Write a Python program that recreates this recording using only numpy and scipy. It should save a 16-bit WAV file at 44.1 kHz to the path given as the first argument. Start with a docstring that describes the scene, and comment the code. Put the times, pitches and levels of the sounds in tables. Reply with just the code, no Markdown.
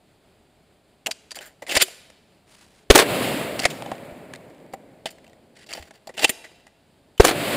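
"""Two pump shotgun blasts in a forest clearing, a few metres away. Each overloads the microphone,
slaps back from the ground, an earth bank and trunks, and rolls off through the trees.
Around the shots the gun is loaded and racked: steel parts clack, scrape and ring, the whole gun
thumps, and a jacket brushes as it is shouldered. A quiet hush of air and leaves lies underneath."""
import sys
import numpy as np
from scipy import signal
from scipy.fft import rfft, irfft
from scipy.io import wavfile
from scipy.ndimage import uniform_filter1d

SR = 44100
rng = np.random.default_rng(int(sys.argv[2]) if len(sys.argv) > 2 else 0)


def unload_wav(signal):
    """Save mono or channel-first audio to the path in sys.argv[1] as 16-bit WAV at rate SR, clipped to [-1, 1]."""
    wavfile.write(
        sys.argv[1],
        SR,
        np.round(np.clip(np.atleast_2d(signal).T, -1, 1) * 32767).astype(np.int16),
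    )


N = 333396
T = np.arange(N) / SR


def undb(db):
    """dB to gain."""
    return 10 ** (np.asarray(db) / 20)

def unit(x):
    """Scale to rms 1."""
    return x / np.sqrt(np.mean(x ** 2))

def colour(x, points):
    """Minimum-phase filter through (frequency [Hz], gain [dB]) points."""
    hz, db = np.transpose(points)
    size = 8192
    bins_hz = np.maximum(np.arange(size // 2 + 1) * SR / size, 1)
    cepstrum = irfft(np.interp(np.log(bins_hz), np.log(hz), db) * np.log(10) / 20)
    cepstrum[1:size // 2] *= 2
    cepstrum[size // 2 + 1:] = 0
    return signal.fftconvolve(x, irfft(np.exp(rfft(cepstrum))))[:len(x)]

def band(x, lo_hz, hi_hz):
    """Butterworth band-pass."""
    return signal.sosfilt(signal.butter(2, [lo_hz, hi_hz], "band", fs=SR, output="sos"), x)

def noises(*spectra):
    """One independent noise per spectrum, rms 1."""
    return np.array([unit(colour(rng.standard_normal(N), points)) for points in spectra])

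def wander(rate_hz):
    """Random steps, smoothed twice."""
    hold = int(SR / rate_hz)
    steps = np.repeat(rng.standard_normal(N // hold + 1), hold)
    return 0.88 * uniform_filter1d(uniform_filter1d(steps, hold), hold)[:N]

def register_gains(hits):
    """Bass, mid and treble gain of each hit."""
    return [undb([bass_db, 0, treble_db]) for _, _, bass_db, treble_db, *_ in hits]

def bursts(hits, weights, rise_s, hold_share=0.1):
    """Rise, hold for a share of t60, decay: one envelope per weight column; powers add."""
    power = np.zeros((len(weights[0]), N))
    for (time_s, db, _, _, t60_s, *_), gains in zip(hits, weights):
        start = int((time_s - rise_s) * SR)
        hold_s = hold_share * t60_s
        t = T[:min(int(SR * (hold_s + 2 * t60_s)), N - start)]
        shape = np.minimum(t / rise_s, 1) * undb(db - 60 * np.maximum(t - rise_s - hold_s, 0) / t60_s)
        power[:, start:start + len(t)] += np.outer(gains, shape) ** 2
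    return np.sqrt(power)

def envelopes(curves, fade_s):
    """Sum of gated (time [s], level [dB], ...) curves: one gain envelope per level column."""
    out = 0
    for times_s, *levels_db in map(np.transpose, curves):
        gate = np.clip(np.minimum(T - times_s[0], times_s[-1] + fade_s - T) / fade_s, 0, 1)
        out = out + gate * undb([np.interp(T, times_s, db) for db in levels_db])
    return out


# Air and leaves: (frequency [Hz], density [dB])
HUSH_SPECTRUM = [(18, -39.5), (30, -11), (81, -7.5), (192, -6), (237, -7), (342, -9.5), (445, -8),
                 (481, -18), (534, -10), (676, -11), (1110, -21.5), (1440, -21.5), (1740, -23),
                 (4690, -26.5), (15600, -37)]
def hush(level_db=-57.5):
    """Far air and leaves, wavering slightly."""
    return undb(level_db + wander(17)) * noises(HUSH_SPECTRUM)[0]

# Jacket swish: (time [s], level [dB])
JACKET_LEVELS = [(2.46, -59.5), (2.56, -55.5), (2.62, -51.5), (2.65, -58), (2.73, -60), (2.83, -60.5)]
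# Rubbing cloth: (frequency [Hz], density [dB])
JACKET_SPECTRUM = [(300, -2), (1500, -1.5), (3000, -4.5), (5000, -3.5), (9000, -10), (14000, -19)]
def jacket():
    """Cloth brushes with a crumbly swish as the gun is shouldered."""
    crumple = undb(2.4 * wander(60) + 3.7 * wander(330))
    return crumple * envelopes([JACKET_LEVELS], fade_s=0.0206)[0] * noises(JACKET_SPECTRUM)[0]

def clearing(x, gain_db=-22.5, split_hz=5140, body_t60_s=1, treble_t60_s=0.6):
    """Diffuse return from bank and trunks; the treble dies first."""
    t = T[:SR]
    low, high = rng.standard_normal((2, SR)) * np.clip(t / 0.038, 0, 1)
    body = band(low, 270, split_hz) * undb(-60 * t / body_t60_s)
    treble = band(high, split_hz, 12000) * undb(4.5 - 60 * t / treble_t60_s)
    tail = body + treble
    return undb(gain_db) * signal.fftconvolve(x, tail / np.sqrt(np.sum(tail ** 2)))[:N]

def duck(x, half_gain_at_db=-15, recovery_s=0.0047):
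    """Gain that dips briefly after peaks of x."""
    pole = np.exp(-1 / (recovery_s * SR))
    level = signal.lfilter([1 - pole], [1, -pole], np.abs(x))
    return 1 / (1 + level / undb(half_gain_at_db))

def loud_stereo_noise(x, full_scale_db=-25, exponent=2.6):
    """Faint noise that differs between the channels and rises steeply with loudness."""
    power = uniform_filter1d(np.clip(x, -1, 1) ** 2, size=400) + 1e-12
    return undb(full_scale_db) * unit(band(rng.standard_normal(N), 30, 9000)) * power ** (exponent / 2)

# Jolts of the whole gun: (time [s], level [dB], t60 [s])
JOLTS = [(1.766, -25, 0.051), (3.652, -18.5, 0.019), (3.922, -39, 0.047), (4.121, -40, 0.045),
         (5.799, -40, 0.15), (6.247, -38, 0.037)]
def thumps(pitch_hz=75.5):
    """Each slam or bump gives a damped push of air."""
    out = np.zeros(N)
    for time_s, db, t60_s in JOLTS:
        t = np.maximum(T - time_s, 0)
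        out += 1.8 * undb(db - 60 * t / t60_s) * np.sin(2 * np.pi * pitch_hz * t)
    return out

# Spells of handling: (start [s], end [s], level [dB])
HANDLING = [(2.52, 2.74, -53), (3.8, 4.02, -39), (4.38, 4.8, -45), (5.17, 5.35, -44), (6.5, 6.7, -47)]
def ticks(per_spell=8, scatter_db=5, treble_db=-5, t60_s=0.012):
    """Loose parts tick at random times and spots on the steel; rows as in IMPACTS."""
    rows = []
    for start_s, end_s, db in HANDLING:
        for when, size, low, high in rng.random((per_spell, 4)):
            time_s = start_s + when * (end_s - start_s)
            level_db = db + scatter_db * (2 * size - 1)
            rows.append((time_s, level_db, 0, treble_db, t60_s, 350 + 400 * low, 1500 + 1500 * high))
    return rows

# Sliding parts: (start [s], length [s], first level [dB], last level [dB], bass [dB], treble [dB])
STROKES = [(1.358, 0.18, -50.5, -70, 4, -5), (1.676, 0.072, -44, -30.5, 1.5, 4),
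           (1.791, 0.032, -29, -18.5, -13, -13), (3.582, .055, -32.5, -33, 0, 0),
           (5.059, 0.034, -25, -48, -7.5, -5.5), (5.102, 0.028, -58, -61, -25, 2.5),
           (5.551, 0.091, -54.5, -47.5, -17, -8.5), (5.686, 0.033, -47, -39, -7, -3),
           (5.745, 0.14, -37, -62, -1.5, 0.5), (5.931, 0.046, -55.5, -54, -2, -1.5),
           (6.166, 0.08, -38, -23, -5, -1), (6.266, 0.022, -36, -35, -16, -14)]
def slide_friction(stutter_db=2.5):
    """Bass, mid and treble envelopes of parts that catch and let go as they slide."""
    ramps = [[(start_s, first + bass, first, first + treble),
              (start_s + length_s, last + bass, last, last + treble)]
             for start_s, length_s, first, last, bass, treble in STROKES]
    return undb(4.5 * wander(300) + stutter_db * wander(40)) * envelopes(ramps, fade_s=0.0077)

# Resonances of receiver, slide and barrel: (frequency [Hz], gain [dB], t60 [s])
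STEEL_MODES = [(375, -4.5, 0.1), (532, 1.5, 0.015), (650, 3.5, 0.035), (788, 2, 0.038), (1540, -1, 0.0062),
               (1730, -1.5, .015), (1954, 1.5, 0.014), (2130, -3, 0.0089), (2755, 0.5, 0.0078),
               (3035, -5, 0.036), (3440, -5, 0.0068), (3900, -17.5, .01), (4690, -0.5, 0.011),
               (5520, -0.5, 0.0033), (7270, -5.5, 0.015), (9060, -11, 0.0065), (11440, -12.5, 0.016),
               (12990, -12, 0.0087)]
def steel_ring(hits, friction, grit):
    """Hits and friction shake the steel; where a hit lands decides which modes answer."""
    modes_hz = np.array(STEEL_MODES)[:, 0]
    register = np.searchsorted([1000, 6000], modes_hz)
    width_oct = np.array([0.27, 0.27, 2])[register]
    weights = []
    for (*_, low_hz, high_hz), gains in zip(hits, register_gains(hits)):
        offset_oct = np.log2(modes_hz / np.array([low_hz, high_hz, 10000])[register])
        weights.append(gains[register] * np.exp(-(offset_oct / width_oct) ** 2))
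    drives = grit * (0.27 * bursts(hits, weights, rise_s=0.0006) + 0.35 * friction[register])
    out = np.zeros(N)
    for drive, (hz, db, t60_s) in zip(drives, STEEL_MODES):
        radius = np.exp(-np.log(1000) / (t60_s * SR))
        shake = drive * rng.standard_normal(N) * np.sqrt(1 - radius ** 2)
        feedback = [1, -2 * radius * np.cos(2 * np.pi * hz / SR), radius ** 2]
        out += undb(db) * signal.lfilter([1, 0, -radius], feedback, shake)
    return out

# Clacks of shells, slide, bolt, hammer and sling:
# (time [s], level [dB], bass [dB], treble [dB], t60 [s], low mode focus [Hz], high mode focus [Hz])
IMPACTS = [(1.0615, -11.5, -1, -16, 0.014, 307, 2480), (1.0672, -8, -16.5, -3.5, 0.024, 690, 2500),
           (1.0784, -47, 19.5, 6.5, 0.082, 700, 1960), (1.1105, -11, -22, -10, 0.035, 686, 4600),
           (1.3081, -22, -26, -14, 0.016, 450, 4600), (1.315, -22, -15.5, -16.5, 0.038, 650, 4640),
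           (1.3464, -31, -20.5, -9.5, 0.015, 608, 2000), (1.355, -24.5, -20.5, -.5, 0.061, 999, 4230),
           (1.368, -34.5, -3, -18.5, 0.06, 710, 1670), (1.3888, -19, -15.5, -20.5, 0.0053, 697, 2900),
           (1.4087, -32.5, -15.5, -2.5, 0.18, 626, 1560), (1.4567, -36, -28.5, 4, 0.093, 614, 1520),
           (1.6211, -33, 8, -3, 0.063, 542, 2050), (1.6662, -30, -9.5, -19, .09, 670, 2130),
           (1.6927, -19.5, -9, -12, 0.076, 657, 2980), (1.711, -15, -28, -9, 0.11, 705, 2460),
           (1.752, -4.5, -12.5, -12.5, 0.094, 794, 2300), (1.7644, -4.5, -3.5, -1, 0.042, 590, 2300),
           (1.7716, 2, -14, -10.5, 0.025, 398, 4300), (1.8174, -0.5, -14.5, 2.5, 0.049, 380, 3770),
           (1.8824, -30.5, 0, 2, .025, 620, 2500), (2.1, -37.5, 0, -31, 0.026, 446, 1766),
           (3.5927, -11.5, -13.5, -13.5, 0.024, 401, 2340), (3.5984, -12, -8, -20, 0.015, 598, 4560),
           (3.618, -27, -3, -13, 0.026, 330, 1777), (3.6414, -12.5, -18.5, -13, 0.02, 467, 2100),
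           (3.6524, -1, -3.5, -15, 0.034, 560, 2080), (3.702, -20.5, -13.5, -2.5, 0.054, 678, 3300),
           (3.8227, -17.5, 2.5, -21, 0.0053, 760, 2340), (3.861, -25.5, 9, -21, 0.013, 780, 3200),
           (3.916, -28.5, 21, -9, 0.021, 820, 1930), (4.336, -24, -16, -13, 0.019, 429, 1515),
           (4.35, -32, -10.5, -6.5, .015, 430, 2300), (4.358, -29.5, -11, -10, 0.019, 301, 1340),
           (4.727, -39.5, -12.5, -2.5, 0.01, 607, 4600), (4.7352, -32, 12.5, 0, 0.038, 800, 2190),
           (5.0571, -14.5, -2, -12, 0.018, 693, 3450), (5.105, -36, -17.5, 2, 0.041, 637, 4270),
           (5.664, -38.5, -9, -5, 0.068, 598, 4790), (5.691, -35, -5, -16, 0.05, 654, 2680),
           (5.728, -17, -19, -7, 0.017, 661, 2260), (5.7344, -17.5, -13.5, -10.5, 0.024, 671, 4800),
           (5.7765, -34.5, 7.5, -15, 0.031, 690, 1860), (5.8252, -32, -8, -9, 0.028, 643, 2330),
           (5.8757, -43.5, -5.5, -11, .04, 415, 1570), (5.908, -34.5, 0.5, -22.5, .024, 689, 1720),
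           (6.0716, -28, 0.5, -4.5, 0.033, 717, 4520), (6.0914, -36.5, 11, -16.5, 0.056, 447, 2110),
           (6.1392, -39.5, 0, -5.5, 0.096, 390, 2370), (6.1785, -23.5, -7.5, -20.5, 0.053, 654, 2650),
           (6.1929, -17, -14, -14, 0.035, 743, 3920), (6.2302, -15, -9, -8, .059, 684, 2700),
           (6.2441, 2, -3.5, -10.5, 0.034, 1002, 3000), (6.2786, -27.5, -16, 4.5, 0.031, 368, 4590),
           (6.2934, -10.5, -4, 4, 0.046, 334, 2345), (6.441, -33, -4.5, -8, 0.086, 610, 1875),
           (6.6683, -37, 1, -23.5, 0.017, 800, 1860), (6.6774, -43.5, -12, -20, .02, 600, 1800),
           (7.178, -30, -28, -3, 0.028, 602, 3010)]
# Part sliding in the receiver: (frequency [Hz], gain [dB])
SCRAPE_SPECTRUM = [(1100, -10), (1700, -7), (2600, -0.5), (3700, -1), (4750, 2.5), (5900, -9.5),
                   (7400, 1.5), (8500, -1.5), (10000, 4.5), (12000, -10), (14500, 0)]
def pump_action():
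    """Steel parts strike and scrape; returns contact rattle and ring, equally weighted."""
    friction = slide_friction()
    hits = IMPACTS + ticks()
    grit = undb(3.1 * wander(1200))
    ring = steel_ring(hits, friction, grit)
    knocks = 0.37 * bursts(hits, register_gains(hits), rise_s=0.00058)
    white = rng.standard_normal(N)
    scrape = colour(white, SCRAPE_SPECTRUM)
    rattle = np.zeros(N)
    for knock, slide, edges_hz in zip(knocks, friction, [(220, 787), (1100, 7900), (6000, 21000)]):
        rattle += grit * knock * unit(band(white, *edges_hz))
        rattle += grit * slide * unit(band(scrape, *edges_hz))
    return np.sqrt(0.5) * rattle, np.sqrt(0.5) * ring

# Swell and decay of the roll: (time after shot [s], level [dB])
ROLL_CURVE = [(0.046, -27.5), (.125, -5), (.17, -3), (.23, -1.5), (0.341, 0), (.6, -6), (.87, -11.5),
              (1.5, -22), (3.1, -41)]
# Rumble, mid, treble and air bands: (top level [dB], curve steepness [ratio])
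ROLL_REGISTERS = [(-22.5, 0.97), (-28.5, 1.27), (-27, 1.67), (-40.5, 1.37)]
# Rumble band: (frequency [Hz], density [dB])
RUMBLE_SPECTRUM = [(18, -66.5), (30, -37), (70, -16), (134, 0), (202, -0.5), (259, 2), (453, -2), (598, 2),
                   (1000, -14.5), (1300, -31), (1500, -41.5)]
def forest_roll():
    """Each shot rolls through the trees as a lumpy rumble that dulls with distance."""
    shared_db = wander(30)
    per_band_db = np.array([0.82 * wander(40), wander(51), wander(81), 0.63 * wander(77)])
    curves = [[(shot_s + delay_s, *(top_db + steepness * db for top_db, steepness in ROLL_REGISTERS))
               for delay_s, db in ROLL_CURVE] for shot_s, *_ in BLASTS]
    bands = noises(RUMBLE_SPECTRUM,
                   [(600, -32), (950, -3.5), (2300, -4), (3200, -26)],
                   [(1900, -27), (2600, -2), (4700, -10), (6200, -14)],
                   [(6000, -17.5), (7400, -0.5), (10000, -11.5), (16000, -8)])
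    return np.sum(undb(shared_db + per_band_db) * envelopes(curves, fade_s=0.011) * bands, axis=0)

# Near surfaces, ground, bank and trunks: (delay [s], level [dB], bass [dB], treble [dB], t60 [s])
REFLECTORS = [(.0085, -12, -1, -4, 0.071), (.022, -15.5, 2, -20, .07), (0.0358, -14, 2, -10, .06),
              (.046, -5.5, 2.5, -6, 0.047), (0.0517, 2.5, 1.5, 0, .04), (0.0639, -10.5, 8, -4.5, .055),
              (.073, -6.5, -10, -1.5, .055), (.084, -1, -2.5, -12, .045), (.0915, -3.5, 1.5, -5, 0.041),
              (.101, -7, -10, -10.5, .05), (.112, -8, 3, -14, 0.075)]
# Effect of each shot's aim on its slaps: (gain [dB], slope over delay [dB/s], time shift [s])
SHOT_AIMS = [(0.5, -2.5, .0015), (-2, -47, -.0022)]
def slapback():
    """The same near surfaces return each blast as sharp, grainy bursts."""
    echoes = [(shot_s + shift_s + delay_s, db + aim_db + slope_db_per_s * delay_s, bass, treble, t60_s)
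              for (shot_s, *_), (aim_db, slope_db_per_s, shift_s) in zip(BLASTS, SHOT_AIMS)
              for delay_s, db, bass, treble, t60_s in REFLECTORS]
    grain = 0.41 * undb(2 * wander(600))
    levels = bursts(echoes, register_gains(echoes), rise_s=0.0013, hold_share=0.08)
    bands = noises([(100, -18.5), (400, 7), (800, -2), (1400, -29.5)],
                   [(600, -10.5), (1000, 2.5), (1800, 1), (3000, -3.5), (4500, -4), (7000, -18)],
                   [(4000, -14.5), (6000, 3), (9500, -3), (11500, -5), (16000, -4.5)])
    return np.sum(grain * levels * bands, axis=0)

# Muzzle blasts: (time [s], swing level [dB], swing rate [Hz], length [s], crack level [dB])
BLASTS = [(2.9024, 5, 440, .0104, -2), (7.1995, 9, 430, .0086, -11)]
def muzzle_blasts():
    """A crack, huge swings over a suction, then the microphone membrane settles from the other side."""
    out = np.zeros(N)
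    for time_s, swing_db, swing_hz, length_s, crack_db in BLASTS:
        t = T - time_s
        gate = np.clip(t / 0.00074 + 1, 0, 1) * np.clip((length_s - t) / 0.0002 + 1, 0, 1)
        suction = -0.4 - 0.45 * np.cos(3.4 * t / length_s)
        swings = suction - np.cos(2 * np.pi * swing_hz * t + 1.2 * wander(500))
        after_s = np.maximum(t - length_s, 0)
        settle = 0.5 * np.minimum(after_s / 0.001, 1) * np.exp(-after_s / 0.0045)
        crack_gate = np.exp(np.clip(t, -1, 0) / 0.00031) * np.clip((length_s - t) / 0.00083 + 1, 0, 1)
        crack = undb(crack_db) * crack_gate * unit(band(rng.standard_normal(N), 800, 4800))
        out += undb(swing_db) * gate * swings + settle + crack
    return out

# Far sound, hollow near 6 and 12 kHz: (frequency [Hz], gain [dB])
FAR_RESPONSE = [(4800, 0.5), (5600, -6), (6400, -5), (7400, -0.5), (10500, -2.5), (11400, 1.5),
                (12000, -6.5), (12700, 1.5), (14000, 0.5)]
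def scene():
    """The channels differ only by faint hush, return and noise at loud moments."""
    rattle, ring = pump_action()
    steel = rattle + ring
    reverb = clearing(rattle + 0.4 * ring)
    foreground = steel + thumps() + muzzle_blasts() + slapback()
    background = reverb + jacket() + colour(forest_roll() + hush(), FAR_RESPONSE)
    mid = foreground + duck(steel) * background
    side = loud_stereo_noise(mid) + undb(-18) * band(hush(), 20, 8000)
    side += undb(-22.5) * band(clearing(rattle), 3000, 12000)
    return np.array([mid + side, mid - side])

# Microphone in its housing: (frequency [Hz], gain [dB])
MIC_RESPONSE = [(1000, -2.5), (1300, -3), (2500, -1), (4600, -2), (5900, -5), (7500, -1), (10000, 1),
                (11300, -4), (12000, -5), (12700, -5.5), (14500, -4), (16000, -5.5)]
TOP_CUT_HZ = 15500
def record(dry):
    """Housing colour, hard clip, steep low-pass."""
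    clipped = np.clip([colour(channel, MIC_RESPONSE) for channel in dry], -1, 1)
    return signal.sosfilt(signal.ellip(10, 0.2, 80, TOP_CUT_HZ, fs=SR, output="sos"), clipped)


dry = scene()
out = record(dry)
unload_wav(out)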